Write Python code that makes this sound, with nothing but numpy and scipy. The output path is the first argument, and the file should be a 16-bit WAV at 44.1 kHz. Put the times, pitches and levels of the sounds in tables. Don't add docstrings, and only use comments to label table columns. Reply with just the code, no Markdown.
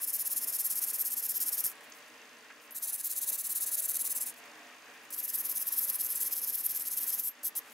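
import sys
import numpy as np
from scipy import signal
from scipy.io import wavfile
from scipy.ndimage import uniform_filter1d

SR = 44100
rng = np.random.default_rng(int(sys.argv[2]) if len(sys.argv) > 2 else 0)


def ratio(d):
    e = np.asarray(d, float) / 20
    return 10 ** e


def bounce(signal):
    frames = np.transpose(np.atleast_2d(signal))
    limited = np.clip(frames, -1, 1)
    pcm = np.round(limited * 32767).astype(np.int16)
    wavfile.write(sys.argv[1], SR, pcm)


N = 340967
TIME = np.arange(N) / SR

GRIP_CHANGES_S = (2.3, 4.7)
# [start_s, length_s, level_db, swell_db, dull_db]
BOUT_1 = [(0.007, 0.043, -34.5, 11, 0), (0.071, 0.0378, -32.5, 0, -1.0), (0.1317, 0.038, -31, -3.5, -1),
          (0.187, 0.038, -34, 2, 2), (0.253, 0.027, -31.5, -1, 0.5), (0.301, 0.035, -33, 8, 2),
          (0.3645, 0.027, -29.5, -5, 0.5), (0.412, 0.037, -33.5, 1, 1.5), (0.4756, 0.032, -32.5, -5, 0),
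          (0.5234, 0.045, -33, 2, 1), (0.59, 0.03, -30, -7.5, -0.5), (0.64, 0.035, -30.5, 1, -0.5),
          (0.7016, 0.036, -32, -10, 2), (0.753, 0.042, -32, 3, 0), (0.818, 0.033, -30.5, -5, 1),
          (0.8694, 0.044, -33, 2, 1.5), (0.9344, 0.033, -32, -3, 0.5), (0.985, 0.039, -31.5, 11, -0.5),
          (1.051, 0.036, -31.5, -9.0, 0), (1.103, 0.039, -33.5, 4, 0.5), (1.1676, 0.04, -33.5, -10, 1),
          (1.224, 0.044, -34.5, 3, 2.5), (1.2893, 0.033, -30.5, -7, -0.5), (1.342, 0.039, -33.5, 0, 3),
          (1.404, 0.035, -30, -2, 1.5), (1.458, 0.038, -32, 5, 0.5), (1.524, 0.035, -31.5, -11, 0),
          (1.576, 0.036, -31.5, -3, 2.5)]
BOUT_2 = [(2.7492, 0.034, -37, 5, 2), (2.8235, 0.041, -34.5, -8, 0), (2.8735, 0.034, -35, -4, 4),
          (2.925, 0.038, -35, -3, -3), (2.9775, 0.037, -39, 9, 2), (3.0371, 0.042, -33.5, 2, 0.5),
          (3.0964, 0.043, -34.5, -5, 2), (3.1557, 0.037, -32.5, 3.5, 0), (3.2141, 0.035, -33.5, -6, 2.5),
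          (3.2654, 0.039, -31, 7, 0.5), (3.3221, 0.041, -32.5, -6, 0.5), (3.3804, 0.039, -33.5, -3, 0),
          (3.4401, 0.039, -34.5, -3, 0.5), (3.494, 0.039, -32.5, 0.0, -1),
          (3.5516, 0.038, -32.5, -5.5, 1.5), (3.6058, 0.039, -31, 5.5, 0),
          (3.6622, 0.036, -33.5, -5.5, 1.5), (3.7119, 0.044, -32, 6.5, -0.5), (3.7714, 0.035, -32, 1, 2),
          (3.8187, 0.045, -33.5, 10, -1.5), (3.883, 0.038, -32, -5, -1), (3.9374, 0.036, -31.5, 6.0, 1.5),
          (3.9926, 0.03, -30.5, 0, -1.5), (4.0452, 0.034, -31, 2, 1.0), (4.0959, 0.032, -30.5, 2, -2),
          (4.1521, 0.038, -32.5, -7, -4), (4.207, 0.037, -34, -12.0, -5), (4.2628, 0.047, -37.5, -12, 2)]
BOUT_3 = [(5.1237, 0.025, -33.5, 4, 1.5), (5.179, 0.027, -35.5, 0, 1), (5.2311, 0.027, -32.5, 5, -5),
          (5.2758, 0.028, -36.5, 12, 1), (5.332, 0.027, -29.5, 7, 1), (5.3714, 0.042, -35.5, 10, -2),
          (5.4423, 0.026, -31, 4, 1.5), (5.4899, 0.037, -34, -1, 0.5), (5.5505, 0.031, -32, 8, 0.0),
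          (5.5939, 0.035, -35, 14, -2), (5.6589, 0.032, -31.5, 10, 0), (5.721, 0.024, -32.5, -5, 0.5),
          (5.7659, 0.029, -31, 8, 3.5), (5.8078, 0.044, -33, 7, -1.5), (5.873, 0.033, -30, 10, 0.5),
          (5.922, 0.038, -36, 12, -0.5), (5.9895, 0.028, -30.5, 10, 3), (6.0307, 0.038, -34, 7, -3),
          (6.0926, 0.039, -32.5, 4, 1), (6.153, 0.029, -34, -7, 1), (6.1998, 0.033, -31, 5, 1),
          (6.243, 0.036, -33.5, 7, 0.0), (6.3108, 0.028, -31.5, 10, 2), (6.355, 0.041, -35, -2, 0.5),
          (6.4164, 0.032, -32.5, 9.0, 0.5), (6.4705, 0.036, -34, 0, 1), (6.5257, 0.033, -32.5, 10, 2.5),
          (6.5733, 0.04, -35.5, 6, 0), (6.6352, 0.033, -31.5, 9, 0.5), (6.694, 0.026, -32.8, -3, 1.5),
          (6.7457, 0.031, -30.5, 2, 1.5), (6.796, 0.029, -34, -2, 0.0), (6.8499, 0.036, -32.5, 6, 1.5),
          (6.91, 0.037, -35, -4, -1), (6.9651, 0.025, -32, 11, 2), (7.0046, 0.04, -34, 4, 0.5),
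          (7.067, 0.04, -30.5, 3, 0.0), (7.1242, 0.027, -31.5, -5, 0.5), (7.179, 0.025, -30.5, 12, 0.0),
          (7.232, 0.057, -35, 9, -1.5)]
# [start_s, length_s, level_db, swell_db]
FLICKS = [
    (1.641, 0.07, -35, -25),
    (2.71, 0.01, -59, -8),
    (7.444, 0.043, -30.5, -5),
    (7.558, 0.034, -31, -1),
]
ARCH_DB = (0.5, 2, 0)
# [push_db, pull_db]
DRAG_DB = [(-18.5, -16.5), (-19.5, -20.5), (-23, -6.5)]
# [touch_s, lift_s]
CONTACT = [
    (0, 1.722),
    (2.707, 2.728),
    (2.744, 4.33),
    (5.104, 7.296),
    (7.432, 7.496),
    (7.551, 7.6),
]
# [time_s, peak_db]
CATCHES = [(0.0209, -21), (0.1371, -19), (0.1524, -19), (0.2014, -22), (0.3804, -20), (0.4728, -23),
           (0.4853, -18), (0.55, -19), (0.601, -18), (0.651, -19), (1.052, -20), (1.1814, -19),
           (1.4032, -18), (1.4845, -18), (1.6402, -18), (2.7854, -26), (2.8374, -21), (2.9317, -19),
           (2.9417, -18), (3.045, -22), (3.049, -19), (3.609, -21), (3.6651, -22), (3.716, -22),
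           (3.7823, -20), (3.8214, -23), (3.9933, -20), (4.2144, -20), (5.1257, -23), (5.1642, -24),
           (5.1876, -23), (5.2804, -21), (5.3413, -18), (5.3847, -21), (5.4311, -24), (5.4694, -24),
           (5.5608, -21), (5.8364, -20), (5.9084, -19), (5.9325, -20), (6.0325, -23), (6.158, -19),
           (6.232, -19), (6.323, -21), (6.2148, -19), (6.4298, -20), (6.4454, -21), (6.6644, -19),
           (6.8089, -20), (6.8794, -21), (6.9217, -21), (6.9735, -20), (6.9864, -22), (7.0974, -21),
           (7.1277, -19), (7.1891, -20), (7.2104, -20), (7.2884, -21), (7.452, -19), (7.4704, -20),
           (7.5697, -19)]
# [freq_hz, density_db_per_hz]
SCRAPE = [
    [(2500, -31), (3300, -28), (4500, -22), (5300, -16.5), (7500, -14), (9000, -5), (11500, -1.5),
     (13600, -3), (14800, 17), (16000, -15)],
    [(2500, -25), (3300, -27.5), (4200, -13), (5000, -24), (7000, -9), (9000, -3), (11500, -10),
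     (13600, -2.5), (14800, 0), (16000, -5)],
    [(2500, -29.5), (3300, -22.5), (4400, -20), (5200, -16), (8300, -20), (9500, -7), (11500, -1.5),
     (13600, -16), (14800, -10), (16000, -5)],
]
# [freq_hz, width_hz, level_db]
PLATE = [
    [(5246, 170, -12.5), (6970, 150, -12), (9700, 190, -1.5), (11000, 760, -3.5), (12574, 290, 8.5),
     (12770, 400, 6.5)],
    [(5210, 430, -18), (6150, 130, -9), (8440, 200, -27), (9770, 250, 1), (11140, 820, 0), (12670, 260, 8),
     (13060, 330, -8)],
    [(5120, 97, -13.5), (6400, 660, -17), (7630, 530, -14.5), (9970, 940, -5.5), (12400, 300, 0),
     (12610, 260, -0.5), (12730, 330, -8), (14000, 400, -5)],
]
DULL_DB = (-8.5, -10, -12)
RING_DB = (-7.5, -10.5, 2.5)
THRUM_DB = (-21.5, -23, -20.5)
# [time_s, favour_db]
PLACE = [(0, 0.5), (.4, 0), (.8, 2), (1.2, 3.5), (1.7, 2), (2.8, 3), (2.93, -4.5), (3.1, 0.5), (3.3, 3),
         (3.5, 3), (3.7, -0.5), (3.9, 2.5), (4.1, -0.5), (4.25, 0), (5.2, 1.5), (5.7, 0.5), (6.2, 1.0),
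         (6.7, 0.5), (7.0, 1), (7.6, 1.5)]
OPEN_TOP_TOUCHES_S = (1.403, 5.105, 7.432, 7.552)
# [time_s, level_db]
ROOM = [(0.0, -51), (0.04, -56.5), (0.36, -54.5), (1.2, -56.5), (1.66, -53.5), (3.03, -58.5), (3.34, -55),
        (3.42, -61), (3.47, -56.5), (4.52, -54.5), (5.19, -56.5), (5.38, -54.5), (6.95, -56), (7.19, -54.5),
        (7.23, -59.5), (7.73, -54.5)]
# [freq_hz, density_db_per_hz]
ROOM_COLOUR = [(30, -45), (60, -62), (120, -15.5), (180, -51), (250, -4), (380, -15.5), (700, -5.5),
               (1000, -2.5), (1700, -3.5), (2750, -2.5), (3400, -10.5), (6700, -15), (16000, -24)]
# [freq_hz, width_hz, level_db]
FAN = [(254, 18.3, 1), (309, 6.3, 7), (437.3, 18.6, -0.5), (467.6, 27, 2), (578.3, 15, 4), (646, 3.6, -0.5),
       (706, 8.3, -34), (1066, 21, -1), (1673, 47, 2.5), (1837, 77, 4), (2452, 15, 2.5), (2718, 28, 1.5)]
# [freq_hz, correlation]
LIKENESS = [(60, 0.99), (130, 1.0), (290, 0.995), (640, 0.93), (1410, 0.84), (3100, 0.4), (6820, 0.55),
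            (15000, 0.83)]
# [time_s, peak_db, centre_hz, spread_octaves, t60_s]
TICKS = [(1.715, -36, 10000, 0.64, 0.051), (1.724, -41, 11000, .6, .02), (1.7544, -48, 9100, 0.34, 0.034),
         (1.8078, -48, 8520, .5, 0.04), (1.8991, -46, 13000, .4, .03), (2.383, -55, 10100, .1, .04),
         (2.708, -38, 12000, 0.4, .03), (4.3405, -43, 10100, .5, 0.026), (4.4548, -51, 13100, 0.28, 0.025),
         (5.105, -28, 11580, 0.86, 0.011), (5.108, -35, 11480, .5, .06), (7.432, -31, 11000, .6, 0.045),
         (7.552, -35, 9900, 0.87, 0.098), (7.6334, -52, 11000, .7, .015), (7.7085, -44, 12000, 0.3, .03),
         (7.7214, -41, 12100, .4, .03)]
# [time_s, peak_db, centre_hz, spread_octaves, t60_s]
KNOCKS = [(2.502, -42.5, 1400, 0.4, 0.03), (2.507, -42, 1700, 0.4, 0.055), (2.85, -57, 960, .08, .15),
          (2.89, -59, 820, .05, .16), (2.92, -58, 820, .05, .12), (5.706, -48, 1100, 0.2, 0.1),
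          (7.433, -50, 700, .3, .05), (7.553, -51, 700, 0.45, 0.054)]
# [time_s, peak_db, centre_hz, spread_octaves, t60_s]
GRAZES = [(2.708, -43, 12700, .02, .06), (2.718, -40, 12700, .015, .1), (2.718, -48, 9800, .02, .04),
          (2.752, -35, 12700, .02, .12), (2.772, -35, 12650, .02, .12), (2.796, -46, 12700, .015, .15),
          (7.283, -33, 12500, .015, .085), (7.436, -36, 12400, .02, .1)]
# [middle_s, half_length_s, level_db, centre_hz]
RUSTLES = [(1.842, 0.0089, -59, 10500), (1.966, .025, -62, 10700), (2.08, 0.012, -64, 8900),
           (2.625, 0.0091, -63, 11000), (2.655, 0.013, -63, 10500), (4.383, 0.013, -56.5, 10300),
           (4.946, 0.027, -69, 11000), (5.043, 0.013, -62, 10310), (7.694, .04, -61, 9100)]
# [freq_hz, level_db, t60_s, strong_weak_db]
MOTOR = [(4720, -8, 0.008, 2.5), (5060, -5, 0.0076, 2.5), (6290, -2.5, 0.0065, 3.0),
         (6910, -7.5, 0.011, 0.3)]
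# [time_s, level_db]
MOTOR_LEVEL = [(1.9, -61), (2.7, -64.5), (4.3, -60.5), (5.1, -66), (7.7, -65)]
# [time_s, gain_db]
MOTOR_TOP = [(1.9, -1.5), (4.35, -1.5), (4.6, 3), (4.95, 1), (5.1, 8), (7.7, 0.5)]
# [time_s, level_db]
MOTOR_JOLTS = [
    (1.9215, -47),
    (1.936, -57),
]
# [time_s, freq_hz, level_db]
WHINE = [(3.6, 637, -73), (3.8, 647, -64), (4.1, 662, -80), (4.25, 689, -74), (4.7, 701, -63.5),
         (5.1, 706, -72), (5.3, 704, -93)]


def rms_one(x):
    return x / np.sqrt(np.mean(x ** 2) + 1e-20)


def at_hz(points, hz):
    points_hz, values = np.transpose(points)
    return np.interp(np.log(hz), np.log(points_hz), values)


def drift(rate_hz):
    r = np.exp(-40 * np.pi * rate_hz / SR)
    noise = rng.standard_normal(N // 20 + 2002)
    slow = signal.lfilter([1], [1, -2 * r, r * r], noise)[2000:]
    return np.interp(np.arange(N) / 20, np.arange(len(slow)), rms_one(slow))


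def resonance(x, hz, width_hz):
    r = np.exp(-np.pi * width_hz / SR)
    poles = [1, -2 * r * np.cos(2 * np.pi * hz / SR), r * r]
    return signal.lfilter(np.array([1, 0, -1]) * (1 - r * r) / 2, poles, x)


def ring(clicks, hz, t60_s):
    r = ratio(-60 / (t60_s * SR))
    w = 2 * np.pi * hz / SR
    return signal.lfilter([0, np.sin(w)], [1, -2 * r * np.cos(w), r * r], clicks + 1e-18)


def band(x, low_hz, high_hz):
    edges_hz = [low_hz, min(high_hz, .45 * SR)]
    return signal.sosfilt(signal.butter(2, edges_hz, "band", fs=SR, output="sos"), x)


def clicks_at(rows):
    out = np.zeros(N)
    out[[round(row[0] * SR) for row in rows]] = ratio(np.array([row[1] for row in rows]))
    return out


def grains(per_s, spread_db, hiss, bunch_db):
    sizes = ratio(spread_db * np.minimum(rng.exponential(1, N), 3)) * rng.choice([-1, 1], N)
    slips = rms_one(sizes * (rng.random(N) < per_s / SR)) + hiss * rng.standard_normal(N)
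    slips = slips * ratio(bunch_db * drift(130))
    return slips / np.sqrt(uniform_filter1d(slips ** 2, size=600))


def strokes():
    rows = [(*flick, 0, 3.0, -17) for flick in FLICKS]
    for bout, arch_db, drag_db in zip((BOUT_1, BOUT_2, BOUT_3), ARCH_DB, DRAG_DB):
        rows += [(*stroke, arch_db, drag_db[k % 2]) for k, stroke in enumerate(bout)]
    return rows


def stroke_pressure(rise_s, fall_s, linger_s):
    pressure = np.zeros((2, N))
    for start_s, length_s, db, swell_db, dull_db, arch_db, drag_db in strokes():
        first = max(round((start_s - .04) * SR), 0)
        near = slice(first, round((start_s + length_s + .04) * SR))
        t = TIME[near] - start_s
        along = np.clip(t / length_s, 0, 1) - .5
        edges = 1 / (1 + np.exp(-t / rise_s)) / (1 + np.exp((t - length_s) / fall_s))
        arch = ratio(swell_db * along - arch_db * (2 * along) ** 2)
        off_middle = (t - length_s / 2) / (length_s / 2 + linger_s)
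        drag = ratio(drag_db) * np.exp(-.5 * off_middle ** 4)
        pressure[:, near] += ratio(db) * (edges * arch + drag) * ratio([[0], [dull_db]])
    return pressure


def touching():
    on = np.searchsorted(np.ravel(CONTACT), TIME, "right") % 2
    return uniform_filter1d(1.0 * on, size=160)


def scrape(slips, drags, grip):
    out = 0
    edges_hz = 2400 * 2 ** np.arange(0, 2.9, .2)
    dull_db = np.array(DULL_DB)[grip]
    for k, (low, high) in enumerate(zip(edges_hz, edges_hz[1:])):
        hz = np.sqrt(low * high)
        colour_db = np.array([at_hz(points, hz) for points in SCRAPE])[grip]
        dull_share = np.clip(np.log2(9500 / hz) * 2, 0, 1)
        waver_db = (2.0 - 1.3 * dull_share) * drift(28)
        source = (drags if hz < 7000 else slips)[[k % 2, 3]]
        gain = ratio(colour_db + dull_share * (dull_db + 13.5) + waver_db)
        out = out + gain * band(source, low, high)
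    return out


def plate_ring(slips, pressure, grip):
    out = np.zeros((2, N))
    detune = .006
    place_db = np.interp(TIME, *np.transpose(PLACE))
    pressed = slips * (pressure / ratio(-34)) ** .25
    for g, modes in enumerate(PLATE):
        held = grip == g
        for k, (hz, width_hz, db) in enumerate(modes):
            main = 12000 < hz < 13000
            drive = ratio(RING_DB[g] + 4) * pressed[2:, held] if main else slips[2:, held]
            wander_db = 2 if main else 3.8
            favour = 1 if main else -1 if hz > 9000 else 0
            damped_hz = max(.65 * width_hz, hz / 70)
            for pulled_hz in (hz * (1 - detune), hz * (1 + detune)):
                wander = ratio(wander_db * drift(16)[held] + place_db[held] * favour)
                mode = resonance(drive * wander + 1e-18, pulled_hz, damped_hz)
                out[:, held] += (-1) ** k * ratio(db - 1) * mode
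    return out


def brush():
    pressure, heel = stroke_pressure(rise_s=0.0026, fall_s=0.0018, linger_s=0.021) * touching()
    grip = np.searchsorted(GRIP_CHANGES_S, TIME)
    release = np.convolve(clicks_at(CATCHES), np.exp(-np.arange(200) / 20))[:N]
    snap = release * rng.choice([-1, 1], (4, N))
    tips = np.array([grains(per_s=4000, spread_db=4.5, hiss=0.7, bunch_db=1.6) for _ in range(4)])
    slips = pressure * tips + ratio(-2.5) * snap
    lingering = .5 * heel + .5 * uniform_filter1d(heel, size=1300)
    drags = lingering * tips + ratio(-10) * snap
    mid, side = ratio(3.5) * (scrape(slips, drags, grip) + plate_ring(slips, pressure, grip))
    side = signal.lfilter([.75, -.2], [1], side)
    shake = signal.lfilter([.05], [1, -.95], slips[1] + 0.053 * slips[0] * [[1], [-1]])
    thrum = ratio(np.array(THRUM_DB)[grip]) * shake
    dull = signal.sosfilt(signal.butter(1, 5500, fs=SR, output="sos"), [mid, side])
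    lean = 0.097 * mid - 0.2 * dull[0]
    width = lean + ratio(-14.0) * side + 0.19 * dull[1]
    return mid + width * [[1], [-1]] + thrum * ratio([[.2], [-.2]])


def stereo(mid, side, hz):
    alike = np.clip(at_hz(LIKENESS, hz), -1, 1)
    return np.sqrt(1 + alike) * mid + np.sqrt(1 - alike) * side * [[1], [-1]]


def room_tone():
    out = 0
    edges_hz = 25 * 2 ** np.arange(0, 9.7, .4)
    white, together = rng.standard_normal((3, 2, N)), drift(6.8)
    for k, (low, high) in enumerate(zip(edges_hz, edges_hz[1:])):
        mid, side = band(white[k % 2], low, high)
        hz = np.sqrt(low * high)
        own_db, shared_db = (.9, .7) if hz < 3000 else (.2, .3)
        gain = ratio(at_hz(ROOM_COLOUR, hz) + own_db * drift(3.6) + shared_db * together)
        out = out + gain * stereo(mid, side, hz)
    for hz, width_hz, db in FAN:
        mid, side = resonance(white[2], hz, width_hz)
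        waver_db = .7 * together + .4 * drift(3)
        out = out + ratio(db - 3.0 + waver_db) * stereo(mid, side, hz)
    return ratio(np.interp(TIME, *np.transpose(ROOM)) + 1.5) * rms_one(out)


def workshop(x, t60_s):
    tail = rng.standard_normal((2, SR // 4)) * ratio(-60 * TIME[:SR // 4] / t60_s)
    tail[:, :SR // 300] = 0
    return signal.fftconvolve(x, tail / np.sqrt(np.sum(tail ** 2) / 2), axes=1)[:, :N]


def handling():
    out = np.zeros(N)
    t = TIME[:SR // 6]
    for time_s, db, hz, spread, t60_s in TICKS + KNOCKS + GRAZES:
        spread = max(spread, .012)
        burst = rng.standard_normal(len(t)) * ratio(-60 * t / max(t60_s, .003))
        sound = band(burst, hz * 2 ** -spread, hz * 2 ** spread)
        at = round(time_s * SR)
        out[at:at + len(sound)] += (ratio(db) * sound / np.abs(sound).max())[:N - at]
    skin = grains(per_s=1500, spread_db=4, hiss=.8, bunch_db=3.0)
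    for middle_s, half_s, db, hz in RUSTLES:
        near = slice(round((middle_s - .12) * SR), round((middle_s + 0.13) * SR))
        swell = np.exp(-.5 * ((TIME[near] - middle_s) / half_s) ** 2)
        out[near] += ratio(db + 4.5) * band(skin[near] * swell, hz * 0.67, hz * 1.5)
    return out


def motor():
    start_s, steps_per_s = 1.9471, 52.174
    steps_s = np.arange(start_s, N / SR - .01, 1 / steps_per_s)
    level_db = np.interp(steps_s, *np.transpose(MOTOR_LEVEL))
    turn = (-1) ** np.arange(len(steps_s))
    out = 0
    for hz, db, t60_s, turn_db in MOTOR:
        swell_db = np.interp(steps_s, *np.transpose(MOTOR_TOP)) * (hz == MOTOR[-1][0])
        chance_db = 1.5 * rng.standard_normal(len(steps_s))
        step_db = level_db + turn_db * turn + swell_db + chance_db
        taps = clicks_at(list(zip(steps_s, step_db)) + MOTOR_JOLTS)
        once = ring(taps, hz, t60_s) * 60 / (t60_s * SR)
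        out = out + ratio(db + 2.5) * ring(once, hz, t60_s)
    return np.array([out, np.roll(out, 1)])


def whine():
    time_s, hz, db = np.transpose(WHINE)
    phase = 2 * np.pi * np.cumsum(np.interp(TIME, time_s, hz) + 6.7 * drift(8.4)) / SR
    return ratio(np.interp(TIME, time_s, db) - 2.5 + 5 * drift(9)) * np.sin(phase)


def scene():
    near = brush() + handling() * ratio([[.6], [-.6]])
    echo = ratio(-17) * workshop(near, t60_s=.1)
    wind_filter = signal.butter(2, 75, "high", fs=SR, output="sos")
    far = signal.sosfilt(wind_filter, room_tone() + whine())
    return near + echo + motor() + far


def roll_off(x):
    return signal.sosfilt(signal.butter(12, 17040, fs=SR, output="sos"), x)


def record(dry):
    rounded = .17 * np.tanh(dry / .17)
    low_pass = signal.firwin(801, 15760, window=("kaiser", 8), fs=SR)
    cut = signal.fftconvolve(rounded, low_pass[None], "same")
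    opened = sum(np.exp(-.5 * ((TIME - s - .002) / .002) ** 2) for s in OPEN_TOP_TOUCHES_S)
    mix = cut + ratio(-13) * opened * (rounded - cut)
    return roll_off(mix)


dry = scene()
out = record(dry)
bounce(out)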